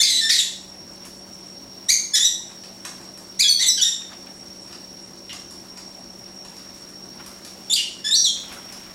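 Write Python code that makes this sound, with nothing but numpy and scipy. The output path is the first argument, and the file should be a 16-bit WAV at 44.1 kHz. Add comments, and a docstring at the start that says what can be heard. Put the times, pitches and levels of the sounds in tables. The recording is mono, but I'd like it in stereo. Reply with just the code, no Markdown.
"""Lovebirds squawk on the left as they bathe under a kitchen tap. Each squawk is a quick run of
buzzes, shrieks and pips from the bird's voice organ; it rings through the room and pushes the
recorder's gain down. Wet wings flutter and throw drops, and beaks, drops and claws tick and scrape
on the steel sink. Behind them a thin stream patters, the valve whistles and a motor hums."""
import sys
import numpy as np
from scipy import signal
from scipy.fft import rfft, irfft, next_fast_len
from scipy.io import wavfile
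from scipy.ndimage import uniform_filter1d

SR = 44100
rng = np.random.default_rng(int(sys.argv[2]) if len(sys.argv) > 2 else 0)


def waveform_to_disk(signal):
    """Save audio, clipped to [-1, 1], as 16-bit WAV at the path in sys.argv[1]."""
    frames = np.transpose(np.atleast_2d(signal))
    scaled = np.clip(frames, -1, 1) * 32767
    samples = np.round(scaled).astype(np.int16)
    wavfile.write(sys.argv[1], SR, samples)


N = 394254
TIME = np.arange(N) / SR


def from_db(db):
    """Turn decibels into a number to multiply by."""
    return 10 ** (np.asarray(db) / 20)


def unit_power(x):
    """Scale a signal so that its average power is 1."""
    return x / np.sqrt(np.mean(x ** 2) + 1e-20)


def at_hz(points, hz):
    """Read between the rows of a (frequency, value) table, giving each octave equal room."""
    freqs, values = np.transpose(points)
    return np.interp(np.log(hz), np.log(freqs), values)


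def drift(rate_hz, size=N):
    """A smooth random wobble, typically about 1 away from zero."""
    knots = rng.standard_normal(size // 8 + 4)
    position = np.arange(size) * min(2 * rate_hz / SR, 1 / 8)
    return np.interp(position, np.arange(len(knots)), knots) * np.sqrt(3 / 2)


def envelope(t, length, attack_s, release_s):
    """Fade in from t = 0, hold until length, then fade out."""
    return np.clip(t / attack_s, 0, 1) * np.clip(1 + (length - t) / release_s, 0, 1)


def pan(lean_db):
    """Left and right gains; a positive lean makes the left side louder."""
    gains = from_db(np.array([lean_db, -lean_db]).reshape(2, -1) / 2)
    return gains / gains.mean(axis=0)


def pair(mid, side, alike):
    """Mix two unrelated signals into left and right, from unrelated (0) to the same (1)."""
    alike = np.clip(alike, 0, 1)
    return mid + np.sqrt((1 - alike) / (1 + alike)) * side * [[1], [-1]]


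def bands(size=N):
    """Give the centre frequency and two unrelated noises for each band, from bass to treble."""
    edges_hz = np.geomspace(22, 17000, 23)
    white = rng.standard_normal((2, 2, size))
    for k, (low, high) in enumerate(zip(edges_hz, edges_hz[1:])):
        band = signal.butter(2, [low, high], "band", fs=SR, output="sos")
        yield np.sqrt(low * high), signal.sosfilt(band, white[k % 2])


def resonate(x, hz, width):
    """A resonance lets through the sound near one frequency and weakens the rest."""
    r = np.exp(-np.pi * width / SR)
    feedback = [1, -2 * r * np.cos(2 * np.pi * hz / SR), r * r]
    return signal.lfilter(np.array([1, 0, -1]) * (1 - r * r) / 2, feedback, x + 1e-18)


def ring(clicks, hz, fade_s):
    """Each click starts a pure tone that dies away by 60 dB in fade_s."""
    r, step = from_db(-60 / (fade_s * SR)), 2 * np.pi * hz / SR
    return signal.lfilter([0, np.sin(step)], [1, -2 * r * np.cos(step), r * r], clicks + 1e-18)


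def sink_noise(spectrum, flicker_db, flicker_hz):
    """Stereo rushing noise from the sink, each band flickering on its own."""
    # where the noise sits: (frequency [Hz], left over right [dB])
    lean = [(60, 3), (130, -8), (290, 6), (640, 4), (1410, 9), (3100, 20.5), (6820, 10.5), (15000, 4)]
    # how alike the two sides are: (frequency [Hz], likeness [0-1])
    likeness = [(30, 0.99), (150, 0.69), (500, 0.17), (1500, 0.48), (5000, 0.35), (15000, 0.45)]
    out = 0
    for hz, noise in bands():
        gain = from_db(at_hz(spectrum, hz) + flicker_db * drift(flicker_hz))
        out += gain * pan(at_hz(lean, hz)) * pair(*noise, at_hz(likeness, hz))
    return unit_power(out)


def spray(per_s, cycles=1.8):
    """Droplets of mixed sizes burst at random, each ringing very briefly at one of 16 pitches."""
    sizes = from_db(-2.0 * np.minimum(rng.exponential(1, N), 4))
    clicks = sizes * rng.choice([-1, 1], N) * (rng.random(N) < per_s / SR)
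    pitches, choice = np.geomspace(2500, 12000, 16), rng.integers(0, 16, N)
    return unit_power(sum(ring(clicks * (choice == k), hz, cycles / hz) for k, hz in enumerate(pitches)))


def kitchen(x, echo_db, alike, build_s):
    """Add dense echoes from the walls, which build up and then die faster in the treble."""
    # how long the room rings: (frequency [Hz], time to fade by 60 dB [s])
    ring_times = [(300, 0.67), (2000, 0.45), (3700, 0.44), (6500, 0.48), (15000, 0.31)]
    t = TIME[:SR * 3 // 4]
    tail = sum(pair(*noise, alike) * 1000 ** (-t / at_hz(ring_times, hz)) for hz, noise in bands(len(t)))
    tail *= 1 - np.exp(-(t / build_s) ** 2)
    tail /= np.sqrt(np.sum(tail ** 2) / 2)
    return x + from_db(echo_db) * signal.fftconvolve(x, tail, axes=1)[:, :N]


def microphones(x):
    """The two microphone openings hear each frequency slightly out of step."""
    # how far the left side is ahead: (frequency [Hz], phase lead [radians])
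    left_lead = [(200, 0.75), (700, 1.1), (1400, 2.1), (3000, 0.091), (5500, -0.0072), (9000, -0.88),
                 (14000, 0)]
    size = next_fast_len(N + SR // 10, real=True)
    lead = at_hz(left_lead, np.linspace(1, SR / 2, size // 2 + 1))
    return irfft(rfft(x, size) * np.exp(0.5j * lead * np.array([[1], [-1]])), size)[:, :N]


def motor_hum():
    """A motor hums somewhere in the kitchen, wavering slightly in pitch and level."""
    # the motor's tones: (frequency [Hz], level [dB])
    tones = [(188.4, -51.5), (565.2, -58.5)]
    speed = 1 + 0.00536 * drift(7.3)
    clock = np.cumsum(speed) / SR
    return sum(from_db(db + 0.23 * drift(5.1)) * np.sqrt(2) * np.sin(2 * np.pi * hz * clock)
               for hz, db in tones)


def running_tap():
    """The stream drums on the basin and spatters; the flow keeps the valve whistling."""
    # tone colour of the stream: (frequency [Hz], relative level [dB])
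    water_colour = [(25, -11), (60, -4.5), (130, -3), (200, -1), (340, -10.5), (480, -7), (700, -5.5),
                    (1400, -12.5), (3300, -22), (4800, -14), (6200, -22.5), (9000, -17.5), (12500, -45),
                    (16000, -17.5)]
    # ringing notes of the steel basin: (frequency [Hz], width [Hz], level [dB])
    basin_notes = [(236.4, 9.6, -55.5), (266.7, 3.5, -58), (300, 9.9, -59.5), (342.3, 25, -53),
                   (386, 40, -58.5), (600, 83, -67.5)]
    # whistles of the valve: (frequency [Hz], base width [Hz], level [dB])
    whistles = [(2905, 66, -71), (4510, 8.2, -62.5), (5561, 94, -42.5), (5370, 210, -54), (6110, 12, -62),
                (10340, 180, -65), (15020, 90, -86)]
    stream = from_db(-46.0) * sink_noise(water_colour, flicker_db=2.0, flicker_hz=16)
    basin = valve = 0
    for hz, width, db in basin_notes:
        drumming = pair(*rng.standard_normal((2, N)), alike=0.75)
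        basin += from_db(db) * unit_power(resonate(drumming, hz, width))
    spatter = from_db(-56.5 + 0.86 * drift(5)) * spray(per_s=900) * pan(2.2)
    for hz, width, db in whistles:
        flow = pair(*rng.standard_normal((2, N)), alike=0.42)
        whistle = resonate(resonate(flow, hz, 1.4 * width), hz, 1.4 * width)
        valve += from_db(db) * unit_power(whistle)
    return stream + basin + spatter + valve * pan(9.1)


def claw_scrapes(fade_s=0.0026):
    """A sliding claw rubs the steel rim, which barely rings."""
    # each slide of a claw: (time [s], length [s], level [dB])
    slides = [(2.848, 0.0025, -37), (5.294, 0.017, -38.5), (8.488, 0.011, -43)]
    # resonances of the rim: (frequency [Hz], base width [Hz], relative gain [dB])
    rim_notes = [(2370, 2200, -2), (2850, 210, 2), (3140, 360, 3), (3900, 760, -22)]
    pressure = sum(from_db(db) * (TIME > s) * np.exp(-np.clip((TIME - s - length) / fade_s, 0, 20))
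                   for s, length, db in slides)
    friction = rng.standard_normal(N) * from_db(3.1 * drift(300))
    rim = sum(from_db(db) * resonate(resonate(friction, hz, width), hz, 2 * width)
              for hz, width, db in rim_notes)
    return pressure * unit_power(rim)


def steel_ticks(bright_hz=6000, crack_db=15, fade_s=0.004):
    """Drops and beaks hit the steel: a crack and a brief splatter, each with its own brightness."""
    # each hit: (time [s], level [dB], treble boost at bright_hz [dB])
    hits = [(1.0524, -37.5, 12), (2.6367, -36.5, -6), (2.8514, -28, 2.5), (3.0132, -44, 3),
            (3.175, -39.5, 7.5), (4.677, -47, 5), (4.7284, -39, 1), (5.3297, -33, 3), (5.5087, -39.5, 7),
            (5.7737, -35.5, 1.5), (6.45, -39.5, 2), (6.5676, -40.5, 5), (6.747, -50, 10), (6.8906, -46, 8),
            (7.262, -37, 7), (7.4487, -34.5, 7), (8.525, -38.5, 9), (8.7241, -35.5, 4.5)]
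    # tone colour of a hit: (frequency [Hz], relative level [dB])
    hit_colour = [(300, -17), (900, 8.5), (2000, 5), (3200, 1.5), (5000, 6.5), (8000, 1), (12000, -9.5),
                  (16000, -39)]
    t, out = TIME[:SR // 16], np.zeros(N + SR)
    hz = np.linspace(1, SR / 2, len(t) // 2 + 1)
    crack = from_db(crack_db) * (np.arange(len(t)) == 24)   # a one-sample spike
    for s, level_db, treble_db in hits:
        colour = unit_power(from_db(at_hz(hit_colour, hz) + treble_db * np.minimum(hz / bright_hz, 2)))
        splatter = rng.standard_normal(len(t)) * np.exp(-t / fade_s)
        tick = irfft(rfft(crack + splatter) * colour, len(t))
        out[int(s * SR):int(s * SR) + len(t)] += from_db(level_db) * tick
    return out[:N]


def wet_wings(wingbeat_hz=28, slap_s=0.027):
    """Each wingbeat swishes wet feathers and flings off droplets; single strokes slap."""
    # bouts of wing shaking: (time [s], length [s], feather swish [dB], flung drops [dB])
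    bouts = [(0, 0.036, -50, -48), (2.484, 0.58, -70, -58), (4.63, 0.13, -50, -57),
             (6.464, 0.43, -55.5, -56.5), (7.168, 0.57, -55, -54), (8.322, .61, -47, -51)]
    # single strokes and wet slaps: (time [s], level [dB])
    slaps = [(1.063, -41.5), (2.205, -40), (2.515, -45), (3.65, -37), (4.02, -43.5), (4.131, -38.5),
             (4.28, -45.5), (7.205, -41), (8.53, -40), (8.58, -58)]
    # tone colour of the feathers: (frequency [Hz], relative level [dB])
    wing_colour = [(80, -12), (250, -32), (700, -12), (1150, -7.5), (1700, -12.5), (4000, -18),
                   (15000, -55)]
    swish = drops = 0
    for s, length, swish_db, drops_db in bouts:
        shaking = envelope(TIME - s, length, attack_s=0.057, release_s=0.027)
        swish += from_db(swish_db) * shaking
        drops += from_db(drops_db) * shaking
    beat_hz = wingbeat_hz * (1 + 0.217 * drift(20))
    beat = from_db(1.9 * np.sin(2 * np.pi * np.cumsum(beat_hz) / SR))
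    strokes = sum(from_db(db) * np.exp(-np.minimum(abs(TIME - s) / slap_s, 20)) for s, db in slaps)
    feathers = (swish * beat + strokes) * sink_noise(wing_colour, flicker_db=2.5, flicker_hz=33.95)
    return feathers + drops * beat * spray(per_s=1000) * pan(6.9)


def bird_note(start, length, first_hz, last_hz, level_db, rough, bright_db, others_db=0,
              lock=1, bend=1, attack_s=0.004):
    """The voice organ buzzes and rasps; it can lock on every 2nd or 3rd harmonic as the others fade."""
    # how the throat and beak colour the voice: (frequency [Hz], gain [dB])
    throat = [(1400, -14), (1800, -2), (2400, 0), (3000, 5.5), (3600, 3), (4600, 3), (5800, 3), (7200, -4),
              (8500, -9.5), (10000, -13.5), (12000, -26), (13400, -21.5), (14500, -66)]
    first, size = int(max(start, 0) * SR), SR // 6
    t = TIME[:size]
    along = np.clip(t / length, 0, 1)
    low, high = sorted((first_hz, last_hz))
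    pitch = low + (high - low) * (along if last_hz > first_hz else 1 - along) ** bend
    effort_db = 25.5 * np.log2(pitch / high)   # loudest where the pitch is highest
    pitch *= 1 + 0.0467 * rough * drift(400, size) + 0.0063 * drift(151.3, size)
    phase = 2 * np.pi * np.cumsum(pitch) / SR
    phase += 0.24 * rough * drift(1000, size)   # uneven cycles fray the high harmonics most
    k = np.arange(1, 10)[:, None]   # harmonics: whole multiples of the pitch
    harmonic_db = at_hz(throat, k * pitch) + others_db * (k % lock > 0) + bright_db * np.log2(k)
    weights = from_db(harmonic_db) * (k * pitch < SR / 2)
    voice = np.sum(weights * np.sin(k * phase), axis=0) / np.sqrt(np.sum(weights ** 2, axis=0) / 2)
    rasp = 1 + 0.48 * rough * np.tanh(drift(900, size))
    loudness = envelope(t, length, attack_s, release_s=0.0033) * from_db(level_db + effort_db)
    out = np.zeros(N)
    out[first:first + size] = voice * rasp * loudness
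    return out


def squawks():
    """The birds jump between three kinds of note; so small a beak sends out no bass."""
    # buzzes swell and glide straight, with all harmonics: (time [s], length [s], first pitch [Hz],
    # last pitch [Hz], level at the top pitch [dB], roughness [0-1], brightness [dB per octave])
    buzz_notes = [(.005, 0.018, 1910, 2260, -9, 0.42, 6), (0.095, 0.015, 2190, 2050, -14.5, 0.4, 6.5),
                  (0.207, 0.066, 1794, 1802, -19.5, 0.14, -1.5),
                  (0.29, 0.015, 1710, 1895, -9.5, 0.83, -0.5), (1.884, 0.023, 1755, 2256, -7, 0.54, 5),
                  (2.134, 0.022, 1777, 1687, -12.5, 0.05, 4.5),
                  (2.146, 0.038, 2020, 1849, -13.5, 0.84, 4.5), (3.39, .022, 1894, 2470, -7.5, 0.42, 6),
                  (3.59, 0.0362, 1800, 2088, -15, 0.54, 2), (3.771, 0.0384, 1647, 1480, -20, 0.33, -2.5),
                  (8.04, 0.055, 1710, 1786, -23.5, 0.26, -1)]
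    # shrieks jump an octave as the odd harmonics fade: (the buzz columns, odd harmonics [dB])
    shriek_notes = [(0, 0.0073, 1751, 1775, -8.5, 0.2, 1, -14),
                    (0.028, 0.068, 2760, 1747, -9, 0.88, 1, -13),
                    (0.077, 0.12, 1977, 1986, -18.5, 0.6, 2, -15.5),
                    (.303, 0.068, 2458, 1986, -11.5, 0.82, 3.5, -8),
                    (0.38, 0.034, 1983, 1797, -12.5, 0.71, 3.5, -17),
                    (2.194, 0.04, 1717, 1904, -14.5, 0.1, 3, -20),
                    (2.242, 0.038, 1958, 1892, -15.5, 0.3, 3.5, -15.5),
                    (3.416, 0.027, 2312, 1730, -7.5, 0.13, -10, -46),
                    (3.438, 0.029, 1687, 1673, -14.5, 0, -12.5, -29.5),
                    (3.49, 0.036, 2290, 2208, -8, 0.17, 0.5, -59),
                    (3.626, 0.02, 1915, 1790, -14, 0.37, 2.5, -30),
                    (3.661, 0.031, 1946, 2022, -12.5, 0.25, 6.5, -27),
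                    (3.811, 0.019, 1690, 1890, -11.5, 0, 3, -21),
                    (3.826, 0.069, 1888, 1840, -19.5, 0.45, 2.5, -12.5),
                    (7.697, 0.03, 1767, 1761, -21, 0.25, 4, -28),
                    (7.721, 0.019, 1810, 2353, -8.5, 0.4, 7, -35),
                    (7.757, 0.0177, 1847, 1374, -12.5, 0.5, 0, -42),
                    (7.775, 0.0361, 1542, 1398, -18.5, 0.51, -10, -48),
                    (8.108, 0.046, 1822, 2302, -8, 0.13, -0.5, -48),
                    (8.154, 0.064, 2920, 2850, -15, 0.48, -5, -60),
                    (8.242, 0.047, 2137, 1618, -10, 0.11, -1, -40)]
    # short, piercing pips lock on the third harmonic: (the first five buzz columns)
    pip_notes = [(1.916, 0.028, 2242, 2077, -12), (2.246, 0.015, 2010, 1902, -10.5),
                 (3.478, 0.017, 2000, 2035, -14.5), (3.683, 0.0262, 2050, 1710, -9),
                 (3.819, 0.0196, 2020, 1786, -10)]
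    # the birds sit well to the left: (frequency [Hz], left over right [dB])
    bird_lean = [(1800, 13.5), (3500, 12), (6000, 9.5), (9000, 7.5), (13000, 5)]
    rise_bend, fall_bend = 2.9, 2.1   # a shriek stays near its low pitch: it rises late or drops early
    buzzes = sum(bird_note(*row, attack_s=0.009) for row in buzz_notes)
    shrieks = 0
    for s, length, first_hz, last_hz, *tone in shriek_notes:
        bend = rise_bend if last_hz > first_hz else fall_bend
        shrieks += bird_note(s, length, first_hz, last_hz, *tone, lock=2, bend=bend)
    pips = sum(bird_note(*row, rough=0.12, bright_db=0.5, others_db=-26, lock=3) for row in pip_notes)
    bass_cut = signal.butter(8, 1500, "high", fs=SR, output="sos")
    voice = signal.sosfilt(bass_cut, buzzes + shrieks + pips + 1e-18)
    size = next_fast_len(N, real=True)
    lean_db = at_hz(bird_lean, np.linspace(1, SR / 2, size // 2 + 1))
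    return irfft(rfft(voice, size) * pan(lean_db), size)[:, :N]


def scene():
    """Squawks, ticks and scrapes ring in the room over the tap, the wings and the motor."""
    calls = kitchen(squawks(), echo_db=-1.0, alike=0.55, build_s=0.0032)
    contacts = (steel_ticks() + claw_scrapes()) * pan(9.5)
    contacts = kitchen(contacts, echo_db=5.5, alike=0.38, build_s=0.00083)
    return microphones(calls + contacts + running_tap() + wet_wings() + motor_hum() * pan(-0.82))


def record(dry, threshold_db=-17, squeeze=0.39, release_db_per_s=12, ceiling=0.81, cutoff_hz=15800):
    """The gain drops on loud calls and recovers slowly; peaks are rounded and the top treble is cut."""
    power = uniform_filter1d(np.mean(dry ** 2, axis=0), size=400)
    level_db = 10 * np.log10(np.abs(power) + 1e-12)
    cut_db = np.maximum(level_db - threshold_db, 0) * squeeze
    held_db = np.maximum.accumulate(cut_db + release_db_per_s * TIME) - release_db_per_s * TIME
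    out = dry * from_db(-uniform_filter1d(held_db, size=200))
    # a slightly lopsided microphone turns sudden loudness into a soft low thump
    out += 0.067 * signal.sosfilt(signal.butter(1, [30, 120], "band", fs=SR, output="sos"), out ** 2)
    rounded = out / (1 + (out / ceiling) ** 4) ** (1 / 4)
    return signal.sosfilt(signal.ellip(10, 0.1, 80, cutoff_hz, fs=SR, output="sos"), rounded)


dry = scene()
out = record(dry)
waveform_to_disk(out)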